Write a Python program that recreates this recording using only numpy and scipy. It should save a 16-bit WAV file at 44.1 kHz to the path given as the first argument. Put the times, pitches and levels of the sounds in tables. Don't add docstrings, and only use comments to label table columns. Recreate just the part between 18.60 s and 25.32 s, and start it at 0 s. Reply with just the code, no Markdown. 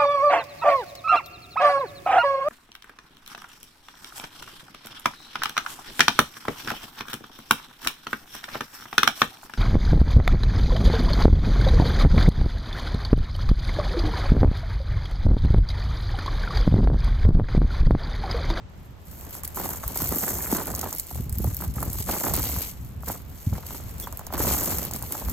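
import sys
import numpy as np
from scipy import signal
from scipy.fft import rfft, irfft
from scipy.io import wavfile

SR = 44100
rng = np.random.default_rng(int(sys.argv[2]) if len(sys.argv) > 2 else 0)


def put_to_file(sound):
    columns = np.atleast_2d(sound).T
    safe = np.clip(columns, -1, 1)
    whole_steps = np.round(safe * 32767)
    wavfile.write(sys.argv[1], SR, whole_steps.astype(np.int16))


N = 296352


def undb(db):
    return 10 ** (np.asarray(db) / 20)


def unit(x):
    return x / np.sqrt(np.mean(x ** 2))


def add(track, s, sound):
    i = max(int(s * SR), 0)
    track[i:i + len(sound)] += sound[:max(N - i, 0)]


def lowpass(x, order, hz):
    return signal.sosfilt(signal.butter(order, hz, fs=SR, output="sos"), x)


def band(x, hz, width):
    edges = np.clip([hz - width / 2, hz + width / 2], 20, .45 * SR)
    return unit(signal.sosfilt(signal.butter(2, edges, "band", fs=SR, output="sos"), x))


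def colour(x, spectrum, size=4096):
    hz, db = np.transpose(spectrum)
    gain = undb(np.interp(np.log(np.fft.rfftfreq(size, 1 / SR) + 1), np.log(hz), db))
    cepstrum = irfft(np.log(unit(gain)))
    cepstrum[1:size // 2] *= 2
    cepstrum[size // 2 + 1:] = 0
    response = irfft(np.exp(rfft(cepstrum)))
    return signal.fftconvolve(np.atleast_2d(x), response[None], axes=1)[:, :N]


def drift(rate):
    knots = rng.standard_normal(N // 20)
    return np.interp(np.arange(N) / SR * rate, np.arange(len(knots)), knots) * np.sqrt(3 / 2)


def envelope(s, hold_s, attack_s, sag_db_per_s, release_db_per_s):
    t = np.arange(N) / SR - s
    fall_db = sag_db_per_s * np.clip(t, 0, hold_s) + release_db_per_s * np.maximum(t - hold_s, 0)
    return np.clip(1 + t / attack_s, 0, 1) * undb(-fall_db)


# frequency in Hz, relative spectral density in dB.
OUTDOOR_SPECTRUM = [(30, 5.5), (100, 5.5), (250, -5), (500, -5.5), (1000, -9), (2000, -16), (4000, -22),
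                    (8000, -30.5), (16000, -89)]
# time in seconds, relative level in dB.
OUTDOOR_LEVELS = [(0, -57.5), (.6, -54), (2, -54), (4.3, -59), (5.6, -54.5), (6.72, -50)]


def outdoors():
    noise = rng.standard_normal(N) + undb(8.5) * rng.standard_normal((2, N))
    level_db = np.interp(np.arange(N) / SR, *np.transpose(OUTDOOR_LEVELS))
    return colour(noise, OUTDOOR_SPECTRUM) * undb(level_db + 1.5 * drift(2.44))


# frequency in Hz, relative spectral density in dB.
RUMBLE_SPECTRUM = [(15, -33), (30, -19), (45, -6), (65, 2.5), (110, -5), (180, -10), (280, -20), (450, -35),
                   (1000, -70.5)]
# end of the rise in seconds, hold in seconds, level in dB.
BODY_SWAYS = [(0.97, 0.53, -46.5), (1.455, 0.075, -31), (1.66, 0.55, -40), (2.588, 0.13, -31),
              (2.795, 0.084, -27), (3.014, 0.38, -33), (3.485, 0.038, -32.5), (3.72, 0.24, -32.5),
              (4.073, 0.67, -39.5), (4.926, 0.016, -28), (5.104, 0.42, -39.5), (5.803, 0.13, -29.5),
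              (6.012, 0.43, -37.5), (6.69, .05, -26.5)]


def buffeting(still_air_db=-45):
    power = undb(still_air_db) ** 2
    for s, hold_s, db in BODY_SWAYS:
        sway = envelope(s, hold_s, attack_s=0.083, sag_db_per_s=-1.0, release_db_per_s=231)
        power = power + (undb(db) * sway) ** 2
    common, side = rng.standard_normal((2, N))
    eddies = lowpass(side, order=1, hz=120) * np.array([[1], [-1]])
    rumble = colour(common + undb(-8.5) * eddies, RUMBLE_SPECTRUM)
    return rumble * np.sqrt(power) * undb(3.33 * np.tanh(drift(20)))


# frequency in Hz, lead of the left in radians.
PORT_LEAD = [(100, 0), (1000, -.2), (3000, 0), (5000, 2.4), (6000, 1.2), (7000, .35), (8000, 1.8),
             (9500, 3.14), (10700, 3.7), (11500, 5), (12500, 6.2), (14000, 6.35), (16000, 8.3)]


def ports(x, scatter_db, scatter_ms, pan_db):
    lead = np.interp(np.fft.rfftfreq(N, 1 / SR), *np.transpose(PORT_LEAD))
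    left = irfft(rfft(x) * np.exp(1j * lead), N)
    t = np.arange(SR // 20) / SR
    tails = rng.standard_normal((2, len(t))) * np.exp(-1000 * t / scatter_ms)
    tails /= np.linalg.norm(tails, axis=1, keepdims=True)
    scatter = signal.fftconvolve(x * rng.choice([-1, 1], (2, N)), tails, axes=1)[:, :N]
    both = (np.array([left, x]) + undb(scatter_db) * scatter) / np.sqrt(1 + undb(scatter_db) ** 2)
    return both * undb(np.array([[pan_db], [-pan_db]]) / 2)


def fractures(rate, spread_db, cluster_db, cluster_rate):
    chance = np.clip(rate / SR, 1e-5, 1)
    sizes = undb(spread_db * np.minimum(rng.exponential(size=N), 3.5)) * rng.choice([-1, 1], N)
    breaks = (rng.random(N) < chance) * sizes / np.sqrt(chance)
    return unit(breaks * undb(cluster_db * np.tanh(drift(cluster_rate))))


def avalanches(rate, spread_db, decay_ms):
    kicks = fractures(rate, spread_db, cluster_db=-0.5, cluster_rate=0.75) ** 2
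    energy = signal.lfilter([1], [1, -np.exp(-2000 / (decay_ms * SR))], kicks)
    return unit(np.sqrt(energy))


# time of full load in seconds, hold in seconds,
# then the levels in dB of fine glaze, crust and thicker shards.
SOLE_PRESSES = [(0.629, 0.12, -50, -48, -73), (0.97, 0.19, -34, -39.5, -50),
                (1.238, 0.084, -36.5, -42, -49), (1.372, 0.33, -30, -38.5, -44.5),
                (1.594, 0.3, -29.5, -38.5, -50), (1.92, 0.084, -30, -32.5, -44),
                (2.081, 0.031, -35, -38, -64), (2.186, 0.12, -38.5, -40.5, -48),
                (3.017, 0.022, -36, -42, -48.5), (3.168, 0.16, -38.5, -44.5, -55),
                (3.491, 0.13, -30, -33, -44), (3.639, 0.06, -27.5, -32, -43),
                (3.756, 0.01, -30, -35, -36.5), (3.8, 0.23, -30, -39.5, -39),
                (4.481, 0.035, -34.5, -38.5, -45.5), (4.943, 0.032, -46, -49, -54.5),
                (5.074, 0.084, -39.5, -47, -52), (5.412, 0.022, -36.5, -46.5, -50.5),
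                (5.741, 0.0043, -38.5, -36.5, -45.5), (5.799, 0.11, -26.5, -31.5, -38.5),
                (5.89, 0.26, -27, -34, -43), (6.14, 0.11, -34, -41, -44), (6.246, 0.006, -40, -45.5, -40),
                (6.351, 0.0052, -35.5, -40.5, -47), (6.528, 0.1, -35, -41, -47.5),
                (6.69, .04, -35.5, -45.5, -50)]
GLAZE_COLUMN, CRUST_COLUMN, SHARD_COLUMN = 2, 3, 4
# centre in seconds, half-width in seconds, relative level in dB.
BOOT_BRUSHES = [(0.233, 0.12, -60), (0.585, 0.12, -43.5), (0.751, 0.049, -38), (0.846, 0.01, -35.5),
                (0.9, 0.058, -48.5), (2.386, 0.077, -39), (2.5, 0.023, -42), (2.565, 0.088, -40.5),
                (2.752, 0.0083, -36), (2.881, 0.123, -38), (3.1, 0.028, -46), (3.397, 0.084, -35),
                (4.08, 0.052, -36.5), (4.23, 0.12, -51.5), (4.456, 0.038, -44), (4.54, 0.079, -48),
                (4.85, 0.16, -45), (5.217, 0.31, -46), (5.575, 0.13, -51), (6.486, 0.077, -37.5)]


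def tread_level(column, brush_db, attack_s=0.034, sag_db_per_s=7):
    t, power = np.arange(N) / SR, 1e-18
    for row in SOLE_PRESSES:
        s, hold_s = row[:2]
        load = envelope(s, hold_s, attack_s, sag_db_per_s, release_db_per_s=227.5)
        settling = undb(-22) * envelope(s, hold_s, attack_s, sag_db_per_s, release_db_per_s=32)
        power = power + undb(row[column]) ** 2 * (load ** 2 + settling ** 2)
    for s, half_s, db in BOOT_BRUSHES:
        power = power + undb(db + brush_db) ** 2 * np.exp(-2 * ((t - s) / half_s) ** 2)
    return 10 * np.log10(power)


# centre frequency in Hz, bandwidth in Hz, relative level in dB,
# scatter relative to the direct wave in dB.
SPLINTER_BANDS = [(6960, 2360, -5, -2), (9440, 3600, 0.5, -37), (11500, 1600, -1.5, -39.5),
                  (13630, 2060, 1.5, -5.5)]
# frequency in Hz, relative spectral density in dB.
SHARD_SPECTRUM = [(1200, -22.5), (2000, 1.5), (3300, -4), (4500, 5), (6000, 4), (9000, -30)]


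def splintering():
    glaze_db = tread_level(GLAZE_COLUMN, brush_db=-1.0)
    break_rate = 11000 * undb(0.25 * (glaze_db + 28.0))
    tuft_rate = 300 * undb(0.15 * (glaze_db + 29.5))
    tufts = unit(np.hypot(avalanches(tuft_rate, spread_db=2.2, decay_ms=2.2), undb(-3)))
    glaze = 0
    for hz, width, size_db, scatter_db in SPLINTER_BANDS:
        breaks = fractures(break_rate, spread_db=1.5, cluster_db=3, cluster_rate=400)
        shower = breaks * tufts * undb(0.86 * drift(25))
        shower = ports(shower, scatter_db, scatter_ms=7.4, pan_db=0.0)
        glaze = glaze + undb(size_db) * band(shower, hz, width)
    shards = tufts * fractures(break_rate / 2, spread_db=3.3, cluster_db=3.2, cluster_rate=55)
    shards *= undb(tread_level(SHARD_COLUMN, brush_db=-12.5))
    shards = ports(shards, scatter_db=3, scatter_ms=2, pan_db=2.5)
    return unit(glaze) * undb(glaze_db) + colour(shards, SHARD_SPECTRUM)


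def bending(x, delay_at_1khz_ms=4):
    hz = np.fft.rfftfreq(len(x), 1 / SR)
    lag_cycles = 2 * delay_at_1khz_ms * np.sqrt(hz / 1000)
    return irfft(rfft(x) * np.exp(-2j * np.pi * lag_cycles), len(x))


# frequency in Hz, relative spectral density in dB.
CRUST_SPECTRUM = [(70, -17.5), (160, 5.5), (300, 5.5), (500, 0.5), (800, 0.5), (1200, -3.5), (1800, -9),
                  (2800, -19.5), (5000, -15.5), (10000, -74)]


def crust():
    level_db = tread_level(CRUST_COLUMN, brush_db=-12.5)
    grain_rate = 1800 * undb(.7 * (level_db + 38.5))
    collapses = np.hypot(avalanches(grain_rate / 12, spread_db=0.75, decay_ms=5), undb(-5))
    grains = fractures(grain_rate, spread_db=1.5, cluster_db=3.5, cluster_rate=91) * collapses
    crunch = unit(bending(grains)) * undb(level_db)
    long_waves = lowpass(crunch, order=1, hz=900)
    short_waves = ports(crunch - long_waves, scatter_db=-8.5, scatter_ms=1.56, pan_db=-5.5)
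    return colour(long_waves + short_waves, CRUST_SPECTRUM)


def burst(tail_db, tail_s):
    t = np.arange(SR // 20) / SR
    run = rng.standard_normal(len(t)) ** 3 * np.exp(-t / tail_s)
    run *= undb(tail_db) / np.linalg.norm(run)
    run[0] = rng.choice([-1, 1])
    return run / np.linalg.norm(run)


# time of the peak in seconds, relative level in dB, pitch in Hz.
PLATE_CRACKS = [(.649, -38, 950), (.753, -31, 930), (.838, -33, 980), (0.974, -19, 890), (.980, -22, 795),
                (1.001, -18.5, 750), (1.061, -23, 710), (1.092, -23, 724), (1.118, -29, 1050),
                (1.137, -28, 1090), (1.235, -26, 1100), (1.240, -21, 960), (1.307, -29, 730),
                (1.362, -20, 830), (1.406, -22.5, 960), (1.525, -19.5, 980), (1.566, -27, 980),
                (1.639, -20.5, 1190), (1.68, -20, 1200), (1.792, -27, 970), (1.807, -26, 1490),
                (1.843, -31, 1440), (1.861, -26, 1400), (1.872, -26, 1400), (1.927, -15, 810),
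                (1.964, -20, 1132), (1.986, -22, 496), (2.003, -21.5, 1030), (2.014, -24, 820),
                (2.078, -27, 846), (2.102, -26, 820), (2.141, -23.5, 905), (2.233, -20.5, 900),
                (2.24, -17.5, 714), (2.263, -21, 800), (2.326, -26.5, 870), (2.512, -27.5, 730),
                (2.558, -28.5, 670), (2.846, -18.5, 650), (3.005, -28, 920), (3.023, -22.5, 1060),
                (3.04, -33, 1250), (3.186, -26, 1070), (3.229, -16.5, 920), (3.388, -31, 1030),
                (3.492, -16, 880), (3.553, -25, 700), (3.566, -22, 885), (3.615, -22, 760),
                (3.669, -19.5, 1040), (3.686, -16.5, 700), (3.713, -20, 700), (3.740, -18, 805),
                (3.777, -26, 1020), (3.964, -26, 1020), (4.435, -26, 770), (4.483, -26, 960),
                (4.502, -18, 880), (4.556, -29.5, 810), (4.931, -27, 740), (4.954, -32, 1210),
                (4.982, -25.5, 660), (5.033, -33.5, 1060), (5.108, -26.5, 830), (5.148, -30, 870),
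                (5.474, -20.5, 954), (5.529, -30.5, 810), (5.595, -27.5, 846), (5.613, -30, 840),
                (5.672, -30, 900), (5.706, -27, 845), (5.728, -21, 780), (5.741, -20, 700),
                (5.748, -21, 930), (5.781, -20, 937), (5.806, -17, 940), (5.850, -18, 750),
                (5.894, -27, 900), (5.911, -17, 810), (6.082, -29, 850), (6.125, -26, 1140),
                (6.227, -32, 710), (6.311, -26.5, 720), (6.364, -31, 696), (6.421, -29, 930),
                (6.437, -26, 895), (6.510, -32, 810), (6.552, -21, 800), (6.623, -23.5, 730),
                (6.686, -26, 970)]


def cracks():
    track = np.zeros(N)
    for s, db, hz in PLATE_CRACKS:
        breaks = burst(tail_db=-4.5, tail_s=0.0065)
        ring = signal.lfilter(*signal.iirpeak(hz, Q=1.9, fs=SR), breaks)
        chirp = bending(lowpass(ring, order=4, hz=1.75 * hz))
        peak = np.argmax(np.abs(chirp))
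        add(track, s - peak / SR, undb(db - 4) * chirp / np.abs(chirp[peak]))
    return ports(track, scatter_db=-24, scatter_ms=3, pan_db=-2.5)


# start in seconds, relative level in dB.
BLADE_SNAPS = [(0.7073, -24), (0.727, -24), (0.751, -20), (0.8342, -14.5), (0.851, -14), (0.8762, -13.5),
               (0.9592, -17), (1.056, -22), (1.0895, -14), (1.1623, -29), (1.278, -9), (1.3565, -12.5),
               (1.3734, -8), (1.3764, -20), (1.419, -9), (1.425, -26), (1.4905, -11), (1.5228, -10.5),
               (1.5586, -10), (1.6352, -13), (1.68, -15), (1.772, -35), (1.9255, -11), (2.0562, -17),
               (2.0695, -11.5), (2.1021, -21), (2.115, -17), (2.1497, -7.5), (2.16, -14), (2.182, -19),
               (2.192, -10.5), (2.212, -8), (2.2404, -19), (2.3271, -9.5), (2.3486, -16), (2.361, -21),
               (2.383, -12), (2.397, -6), (2.468, -21), (2.56, -19), (2.6946, -17), (2.7257, -15),
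               (2.7595, -29), (2.7837, -12.5), (2.8419, -13.5), (2.883, -25), (2.9452, -14), (2.967, -12.5),
               (2.9891, -22), (3.01, -16), (3.0375, -17), (3.139, -23), (3.158, -23), (3.2036, -17),
               (3.2283, -11), (3.3, -16), (3.3308, -13), (3.386, -22), (3.4012, -17), (3.4241, -14),
               (3.4895, -23), (3.7367, -5.5), (3.7394, -7), (3.7528, -12), (3.7634, -7.5), (3.898, -16),
               (4.0053, -21), (4.4727, -28), (4.4834, -18), (4.487, -14), (4.53, -30), (4.7, -34),
               (5.0644, -24), (5.1375, -30), (5.3814, -24), (5.3986, -13), (5.474, -23), (5.5247, -17.5),
               (5.5717, -17), (5.5922, -18), (5.6664, -14.5), (5.725, -21), (5.736, -14), (5.779, -16),
               (6.0355, -11), (6.184, -7.5), (6.2499, -11.5), (6.311, -13), (6.335, -9.5), (6.361, -12),
               (6.424, -13), (6.5215, -9.5), (6.5904, -26), (6.6575, -24), (6.6842, -25), (6.697, -13)]
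# frequency in Hz, relative spectral density in dB.
SNAP_SPECTRUM = [(100, -23), (400, -24), (1000, -15), (2000, -4.5), (3200, -14), (4500, 2), (6500, 0.5),
                 (8500, 6), (10000, 9), (12000, 7.5), (14000, 12), (16000, 8)]


def snaps(rise_s=0.0005, tail_db=-15, tail_s=0.006, ring_db=-2):
    track, t = np.zeros(N), np.arange(SR // 40) / SR
    shape = t / rise_s * np.exp(1 - t / rise_s) + undb(tail_db) * np.exp(-t / tail_s)
    shape_rms = np.sqrt(np.mean(shape ** 2))
    for s, db in BLADE_SNAPS:
        tick = shape * rng.standard_normal(len(t))
        natural_hz = rng.uniform(6000, 14000)
        ring = signal.lfilter(*signal.iirpeak(natural_hz, Q=7, fs=SR), tick)
        snap = unit(unit(tick) + undb(ring_db) * unit(ring)) * shape_rms
        add(track, s + 0.00055, undb(db - 9.5) * snap)
    return colour(ports(track, scatter_db=-7.5, scatter_ms=11, pan_db=-1.0), SNAP_SPECTRUM)


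# start in seconds, level in dB, nominal pitch in Hz.
SOFT_THUMPS = [(1.254, -23.5, 62), (2.569, -28, 79.4), (2.596, -18, 120), (2.66, -25, 140),
               (2.719, -21.5, 71), (2.771, -22, 106), (2.798, -23, 190), (2.824, -25, 93),
               (2.874, -16, 110), (2.924, -22, 79.6), (3.074, -22, 80), (3.165, -20.5, 121),
               (3.206, -26, 73.4), (3.272, -20, 106), (3.297, -25, 131), (3.396, -20.5, 95),
               (3.968, -19.5, 89), (4.866, -12.5, 105), (4.919, -15.5, 105.6)]


def thumps():
    track, t = np.zeros(N), np.arange(SR // 8) / SR
    for s, db, hz in SOFT_THUMPS:
        cycles = hz * t
        swell = (cycles / 0.93) ** 2 * np.exp(2 - 2 * cycles / 0.87)
        phase = 2 * np.pi * 1.168 * cycles / (1 + 0.097 * cycles)
        overtone = undb(-8.5) * swell ** 3 * np.sin(2.194 * phase)
        add(track, s, undb(db) * (swell * np.sin(phase) + overtone))
    return track


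# start in seconds, peak level in dB, final pitch in Hz.
TURF_KNOCKS = [(1.420, -26.5, 169), (1.52, -24, 224), (1.561, -23.5, 199), (1.926, -13.5, 193),
               (2.604, -31.5, 220), (2.8, -30.5, 280), (2.845, -28, 190), (5.798, -21.5, 260),
               (5.838, -26, 258), (5.865, -20, 147), (5.889, -45, 204)]


def knocks(rise_s=0.0044, glide_s=0.0029):
    track, t = np.zeros(N), np.arange(SR // 20) / SR
    swell = (t / rise_s) ** 2 * np.exp(2 - 2 * t / rise_s)
    pitch_ratio = 1 + 2.23 * np.exp(-t / glide_s)
    phase_per_hz = 2 * np.pi * np.cumsum(pitch_ratio) / SR
    for s, db, hz in TURF_KNOCKS:
        add(track, s, undb(db) * swell * np.sin(hz * phase_per_hz))
    return track


def squeak(start_s=5.413, length_s=0.054, lower_hz=3400, upper_hz=5600):
    track, count = np.zeros(N), int(length_s * SR)
    pitch_ratio = 1 + 0.032 * drift(780)[:count]
    phase_per_hz = 2 * np.pi * np.cumsum(pitch_ratio) / SR
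    tones = np.sin(lower_hz * phase_per_hz) + undb(-7) * np.sin(upper_hz * phase_per_hz)
    add(track, start_s, undb(-42) * np.hanning(count) * tones)
    return track


def scene():
    ice = splintering() + snaps() + crust() + cracks()
    boots = knocks() + thumps() + squeak()
    return ice + boots + buffeting() + outdoors()


def record(dry, cutoff_hz=15900):
    return signal.sosfilt(signal.ellip(10, .2, 70, cutoff_hz, fs=SR, output="sos"), dry)


dry = scene()
out = record(dry)
put_to_file(out)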